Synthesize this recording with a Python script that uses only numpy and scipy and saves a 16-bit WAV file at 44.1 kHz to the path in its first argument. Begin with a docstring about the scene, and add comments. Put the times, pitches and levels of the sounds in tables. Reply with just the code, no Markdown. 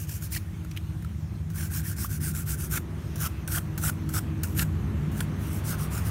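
"""At a workbench in a small room, close to the microphone, a toothbrush scrubs a hand-held metal phone frame.
A few quick strokes and a flick come first, then light hits and rubs, more back-and-forth strokes, a run of
single flicks off the rim, and last lighter strokes along the side. Slipping bristles are bursts of clicks that
hiss, snap and ring the frame's modes. Under it filtered noise makes the room's rumble, a faint hiss and distant
traffic that slowly grows; a wavering hum and a far engine are sums of sines that swell and fade."""
import sys
import numpy as np
from scipy import signal
from scipy.fft import rfft, irfft
from scipy.io import wavfile
from scipy.ndimage import uniform_filter1d

SR = 44100
rng = np.random.default_rng(int(sys.argv[2]) if len(sys.argv) > 2 else 0)


def to_wav(s):
    """Save 16-bit WAV."""
    ch = np.atleast_2d(s).T  # columns
    pcm = np.round(np.clip(ch, -1, 1) * 32767)  # PCM
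    wavfile.write(sys.argv[1], SR, pcm.astype(np.int16))


N = 269010
TIME = np.arange(N) / SR


def amp(db):
    """Decibels to gain."""
    return 10 ** (np.asarray(db) / 20)


def unit(x):
    """Scales to an rms of one."""
    return x / np.sqrt(np.mean(x ** 2) + 1e-20)


def at_hz(points, hz):
    """Reads a spectrum on a log-frequency axis."""
    f, value = np.transpose(points)
    return np.interp(np.log(hz + 1), np.log(f + 1), value)


def curve(rows, axis=1):
    """Reads one column of a time curve at every sample."""
    columns = np.transpose(rows)
    return np.interp(TIME, columns[0], columns[axis])


def colour(x, points):
    """Filters by a spectrum; white noise keeps its power."""
    hz = np.fft.rfftfreq(2 * N, 1 / SR)
    gain = unit(amp(at_hz(points, hz)))
    return irfft(rfft(x, 2 * N) * gain)[:N]


def noise(points):
    """Noise of rms one with the given spectrum."""
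    return unit(colour(rng.standard_normal(N), points))


def wander(hz):
    """Slow chance of rms one, up to about this rate."""
    lowpass = np.exp(-(np.fft.rfftfreq(N, 1 / SR) / hz) ** 2)
    return unit(irfft(rfft(rng.standard_normal(N)) * lowpass, N))


def shifting(x, patchy_db):
    """Lets the colour shift in random patches of time and frequency; the result has rms one."""
    z = signal.stft(x, nperseg=512)[2]
    patches = uniform_filter1d(rng.standard_normal(z.shape), size=7, axis=0)  # across frequency
    patches = uniform_filter1d(patches, size=12, axis=1)  # across time
    return unit(signal.istft(z * amp(patchy_db * unit(patches)), nperseg=512)[1][:N])


def passing(rows):
    """Gain of sounds that swell and fade as if passing by: power falls with the square of the distance."""
    power = sum(amp(db) ** 2 / (1 + ((TIME - s) / half_s) ** 2) for s, half_s, db in rows)
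    return np.sqrt(power)


def burst(s, decay_s):
    """Envelope of a short contact softened by the tips: a quick ramp times a decay."""
    cushion_s = 0.00095
    return np.clip((TIME - s) / cushion_s, 0, 1) * np.exp(-np.clip(TIME - s, 0, 1) / decay_s)


# Back-and-forth strokes, from one turn of the hand to the next.
# Each row: start in seconds, length in seconds, bristle level in dB.
STROKES = [(-.05, .12, -40.5), (0.059, 0.15, -39), (.2, 0.087, -40), (1.527, .175, -36.5),
           (1.691, 0.14, -34), (1.816, 0.14, -36.5), (1.949, 0.14, -34.5), (2.077, .12, -37.5),
           (2.193, 0.14, -32.5), (2.32, 0.13, -36.5), (2.451, 0.12, -32), (2.562, 0.13, -36),
           (5.122, 0.14, -43.5), (5.364, 0.18, -47.5), (5.477, 0.15, -43), (5.628, 0.14, -35),
           (5.764, 0.12, -40), (5.896, 0.12, -38.5), (6.035, 0.073, -38.5)]
# Where the brush works, from the flat plate to the top rim and then the side.
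# Each row: time in seconds, push on the frame in dB relative to the bristles, ring of that spot in Hz.
SPOT = [(.15, -19, 1570), (1.7, -10.5, 1567), (2.6, -12.5, 1460), (5.2, -7, 1510), (5.62, -33, 1380),
        (5.73, -1.5, 1410), (5.84, -4.5, 1150), (6.03, -6, 1330)]
HISS_POWER, PUSH_POWER = 1.32, 0.73  # hiss and push grow as these powers of the hand's speed


def strokes():
    """The hand speeds up, then slows to rest at each turn; hiss and push follow its speed."""
    spot_push, spot_hz = amp(curve(SPOT)), curve(SPOT, axis=2)
    events = []
    for start, length, db in STROKES:
        speed = np.sin(np.pi * np.clip((TIME - start) / length, 0, 1))
        slide = amp(db) * speed ** HISS_POWER
        push = amp(db) * spot_push * speed ** PUSH_POWER
        events.append((slide, push, spot_hz))
    return events


# The bristle tips land on the frame or catch on it. Each row: time in seconds, bristle level in dB.
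LANDINGS = [(.092, -38), (0.223, -40.5), (0.32, -39), (1.501, -47), (1.558, -40), (2.349, -37.5),
            (3.157, -40), (3.476, -31.5), (3.777, -33), (4.09, -35.5), (4.433, -30), (5.117, -45),
            (5.976, -34)]
LANDING_DECAY_S, LANDING_PUSH_DB, LANDING_RING_HZ = 0.009, -3, 1485  # push relative to the tap
DRAG_DB, DRAG_S = -13, 0.092  # light drag: dB relative to the landing, decay time in s


def landings():
    """The tips tap the frame, then drag lightly."""
    events = []
    for s, db in LANDINGS:
        tap = amp(db) * burst(s, LANDING_DECAY_S)
        drag = amp(db + DRAG_DB) * burst(s, DRAG_S)
        events.append((tap + drag, amp(LANDING_PUSH_DB) * tap, LANDING_RING_HZ))
    return events


# Flicks off the rim.
# Each row: release in seconds, length up to the release in seconds, bristle level in dB, ring in Hz.
FLICKS = [(0.376, 0.1, -34.5, 2010), (2.78, 0.12, -31.5, 1420), (3.273, 0.13, -32, 1440),
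          (3.587, 0.14, -31, 1440), (3.899, 0.13, -30, 1450), (4.189, 0.096, -31, 1410),
          (4.63, 0.11, -30, 1580)]
FLICK_RISE_SHARE = 0.53  # share of a flick until full contact
FLICK_PUSH_DB, RELEASE_S = -3, 0.0043  # push at release relative to the bristles; dying away in s


def flicks():
    """More and more tufts touch and bend, then all spring free of the rim."""
    events = []
    for s, length, db, hz in FLICKS:
        bend = np.clip((TIME - s + length) / length, 0, 1)
        release = np.exp(-np.clip(TIME - s, 0, 1) / RELEASE_S)
        touching = np.minimum(bend / FLICK_RISE_SHARE, 1) ** 3.64 * release
        events.append((amp(db) * touching, amp(db + FLICK_PUSH_DB) * touching * bend, hz))
    return events


# Short hits, snaps and rubs on the frame, some of them within a flick.
# Each row: time in seconds, push on the frame in dB, ring in Hz.
SHORT_CONTACTS = [(.36, -28, 1580), (0.647, -43, 1330), (.712, -41.5, 2080), (.763, -40, 3280),
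                  (.771, -33, 3300), (1.023, -43.5, 1400), (1.046, -43.5, 1400), (2.044, -33, 940),
                  (2.772, -23.5, 1380), (4.139, -27, 1440), (4.593, -23, 1910), (5.191, -37, 1510),
                  (5.205, -25, 1490)]
SHORT_DECAY_S, SHORT_HISS_DB = .005, -3  # hiss relative to the push


def short_contacts():
    """Short hits, snaps and rubs: each is a quick burst that rings the frame and stirs the bristles."""
    events = []
    for s, db, hz in SHORT_CONTACTS:
        push = amp(db) * burst(s, SHORT_DECAY_S)
        events.append((amp(SHORT_HISS_DB) * push, push, hz))
    return events


def contact():
    """At every sample: how hard the bristles are excited, how hard they shake the frame, and its ring pitch."""
    events = strokes() + landings() + flicks() + short_contacts()
    slide_power = sum(slide ** 2 for slide, push, hz in events)
    push_power = sum(push ** 2 for slide, push, hz in events)
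    # the strongest contact weighs most in the pitch
    ring_hz = sum(push ** 2 * hz for slide, push, hz in events) / (push_power + 1e-20)
    return np.sqrt(slide_power), np.sqrt(push_power), ring_hz


def slips(per_s, clump_db, tuft_hz):
    """Tiny clicks of single bristles letting go, bunched where a whole tuft slips."""
    clicks = rng.standard_normal(N) * (rng.random(N) < per_s / SR)
    return unit(clicks * amp(clump_db * wander(tuft_hz)))


def resonate(x, hz, width):
    """A steep resonance that follows the curve hz; white noise keeps its power."""
    turn = np.exp(2j * np.pi * np.cumsum(hz) / SR)
    r = np.exp(-np.pi * width / SR)
    # shift the resonance down to zero, smooth twice, shift back up
    low = signal.lfilter([(1 - r) ** 2], [1, -2 * r, r * r], x / turn + 1e-18)
    return (turn * low).real * np.sqrt(2 * 2 * 2 / (1 - r))


# Modes of the frame, damped by the hand; the second is the main ring.
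# Each row: frequency in Hz before the shift, width of each smoothing in Hz, relative level in dB.
FRAME = [(800, 760, -11), (1520, 295, 0), (1640, 430, -7), (2350, 390, -15), (3130, 1500, -26),
         (3470, 640, -37)]


def ring(push, ring_hz):
    """Slips rattle the frame's modes, which shift together with the spot that is touched and with the grip."""
    shift = ring_hz / FRAME[1][0] * (1 + 0.04 * wander(39))
    total = 0
    for hz, width, db in FRAME:
        rattle = push * slips(per_s=5000, clump_db=2.5, tuft_hz=150)
        total = total + amp(db) * resonate(rattle, hz * shift, width)
    return total


# Hiss of slipping bristles. Each row: frequency in Hz, relative level in dB per Hz.
BRISTLE = [(300, -32), (900, -19), (2600, -5.5), (3900, -9), (4900, -5.5), (5400, -1), (7000, -0.5),
           (8000, -0.5), (8800, 1.5), (9700, 3.5), (10400, -2), (11500, 3.5), (14000, 0), (15700, 1)]
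# Snap of a bristle on the rim. Each row: frequency in Hz, relative level in dB per Hz.
SNAP = [(700, -47), (1200, -2), (2000, 0.5), (3200, -1.5), (4500, -3.5), (6000, -6.5), (15000, -21)]


def brush(slide, push, ring_hz):
    """Bristle slips are heard directly as hiss and snaps, and through the ringing frame."""
    hiss_slips = shifting(slips(per_s=26000, clump_db=1.2, tuft_hz=222), patchy_db=2.5)
    hiss = colour(slide * hiss_slips, BRISTLE)
    # stiff, high-pitched spots of the frame ring less and snap more
    stiff = np.clip((ring_hz - 1560) / 400, 0, 1)
    # under a hard push single bristles snap over the rim
    snap_slips = shifting(slips(per_s=2600, clump_db=3.3, tuft_hz=202), patchy_db=5.0)
    snaps = colour(push * amp(8.6 * stiff) * snap_slips, SNAP)
    ringing = ring(push * amp(-8 * stiff), ring_hz)
    return hiss + amp(-9) * snaps + amp(-2.5) * ringing


# How long the small room rings. 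Each row: frequency in Hz, time to fall by 60 dB in seconds.
ROOM_T60 = [(300, 0.37), (1500, 0.072), (6000, 0.18), (15000, 0.2)]


def room(x, wet_db):
    """A weak tail from the walls: sparse taps, each band dying at its own speed."""
    count = SR // 2
    taps = rng.standard_normal(count) * (rng.random(count) < 3000 / SR)
    taps = taps * (TIME[:count] > .004)  # the first 4 ms stay empty
    hz, t, z = signal.stft(taps, SR, nperseg=256)
    decay = np.exp(-np.log(1000) * t / at_hz(ROOM_T60, hz)[:, None])
    tail = signal.istft(z * decay, SR, nperseg=256)[1]
    return x + amp(wet_db) * signal.oaconvolve(x, tail / np.linalg.norm(tail))[:N]


# Standing waves of the room.
# Each row: frequency in Hz, width in Hz from the centre to 1/e of the lift, lift in dB.
ROOM_MODES = [(104.1, 12.4, 5), (152.4, 22.4, 10.5), (206, 11.7, 10), (247, 6.2, -4), (259.4, 6.8, 8),
              (318.1, 3.1, 11.5), (323, 27, 4), (405, 4.1, 14.5)]


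def in_room(points):
    """Noise of rms one with the given spectrum, lifted at the room's standing waves."""
    f = np.fft.rfftfreq(N, 1 / SR)
    lift_db = sum(db * np.exp(-((f - hz) / width) ** 2) for hz, width, db in ROOM_MODES)
    return unit(irfft(rfft(noise(points)) * amp(lift_db), N))


# Wavering tones that swell and fade.
# Each row: mean frequency in Hz, time when loudest in seconds, half-power time in seconds, amplitude in dB
# before wandering.
HUM = [(150.6, 3.57, 2, -35.5), (316.8, .7, 0.39, -52), (319.4, 4.13, 0.53, -44)]


def hum(waver):
    """Sines whose pitch and level wander slowly."""
    total = 0
    for hz, *swell in HUM:
        gain = passing([swell]) * amp(2.03 * wander(3.6))
        turns = hz * np.cumsum(1 + waver * wander(9.1)) / SR
        total = total + gain * np.sin(2 * np.pi * turns)
    return total


# Steady rumble of the room. Each row: frequency in Hz, relative level in dB per Hz.
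RUMBLE = [(20, -48), (38, -51), (48, -15.5), (66, 0), (85, 1.5), (108, -3.5), (124, -15.5), (170, -10.5),
          (230, -27), (330, -28), (480, -44), (900, -89)]
# Level of the rumble without the hands. Each row: time in seconds, level in dB.
RUMBLE_DB = [(0, -35.5), (.7, -33.5), (1.8, -31.5), (3.0, -34), (4.1, -33), (4.8, -27), (5.3, -31),
             (5.95, -30.5), (6.1, -26)]
HANDLING_DB, HANDLING_S = 0.5, 0.071  # hands' rumble relative to the bristle level; averaging time in s


def rumble(slide, waver):
    """Low noise of the room, swelling with each move of the hands, with a wavering hum in it."""
    low = in_room(RUMBLE)
    steady = low / np.sqrt(uniform_filter1d(low ** 2, size=4000))  # evens out the level
    handling = amp(HANDLING_DB) * uniform_filter1d(slide, size=max(round(HANDLING_S * SR), 1))
    return np.hypot(amp(curve(RUMBLE_DB)), handling) * steady + hum(waver)


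# Wash of distant traffic. Each row: frequency in Hz, relative level in dB per Hz.
TRAFFIC = [(100, 7), (400, 3.5), (560, 3.5), (800, 0.5), (1200, 2), (1800, -2.5), (3000, -10.5),
           (4500, -19.5), (9000, -53)]
# Level of the traffic's wash. Each row: time in seconds, level in dB.
TRAFFIC_DB = [(0, -58), (2.2, -59.5), (2.8, -51), (4.4, -49), (5.7, -44), (6.1, -45)]
# Low drone of distant traffic. Each row: frequency in Hz, relative level in dB per Hz.
DRONE = [(40, -45), (130, -6.5), (230, 7.5), (340, -5.5), (430, -9.5), (600, -23.5), (1000, -58)]
# The drone swells as vehicles pass.
# Each row: time when nearest in seconds, half-power time in seconds, level in dB.
DRONE_PASSES = [(2.2, 0.26, -46), (4.15, 0.27, -40), (5.15, 0.41, -38.5)]
# Tones of a far engine. Each row: multiple of the turning rate, relative level in dB before wandering.
ENGINE_ORDERS = [(10, 3), (11, -2.5), (12, -10), (13, 1.5), (14, 5.5), (15, 1), (16, -4), (17, -5),
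                 (20, -10.5)]
# The engine drones past twice.
# Each row: time when nearest in seconds, half-power time in seconds, level in dB.
ENGINE_PASSES = [(2.85, 0.16, -44), (5.1, 0.96, -48)]
ENGINE_HZ = 24.24  # mean turning rate


def street(waver):
    """Far traffic drones and washes as filtered noise, with one wavering engine of harmonic sines in it."""
    turns = np.cumsum(ENGINE_HZ * (1 + waver * wander(5.1))) / SR
    tones = 0
    for multiple, db in ENGINE_ORDERS:
        level = amp(db + 1.8 * wander(2.3))
        tones = tones + level * np.sin(2 * np.pi * (multiple * turns + rng.random()))
    engine = passing(ENGINE_PASSES) * unit(tones)
    drone = passing(DRONE_PASSES) * in_room(DRONE)
    wash = amp(curve(TRAFFIC_DB)) * noise(TRAFFIC)
    return engine + drone + wash


# Faint hiss behind everything. Each row: frequency in Hz, relative level in dB per Hz.
AIR = [(500, 9), (2500, 3.5), (4000, -2), (5000, -5), (6200, -1), (7500, -6.5), (9200, -4.5), (10400, -8),
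       (12200, -4), (15800, -12.5)]
# Level of the faint hiss. Each row: time in seconds, level in dB.
AIR_DB = [(0, -55.5), (.9, -53), (1.3, -55.5), (2.7, -58), (3.1, -50.5), (3.5, -54.5), (5.1, -53),
          (6.1, -47.5)]


def faint_hiss():
    """Filtered noise whose colour shifts in patches and whose level drifts."""
    return amp(curve(AIR_DB)) * shifting(noise(AIR), patchy_db=2.5)


def scene():
    """The brush close by, over the rumble, the street and a faint hiss."""
    slide, push, ring_hz = contact()
    scrubbing = room(brush(slide, push, ring_hz), wet_db=-16.5)
    # waver: rms pitch wander as a fraction of the pitch
    background = rumble(slide, waver=0.01197) + street(waver=0.0038) + faint_hiss()
    return (scrubbing + background)[None]


def record(dry):
    """The recorder's band limit: a steep low-pass at 15780 Hz."""
    lowpass = signal.firwin(601, 15780, window=("kaiser", 8), fs=SR)
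    return signal.oaconvolve(dry, lowpass[None], "same")


dry = scene()
out = record(dry)
to_wav(out)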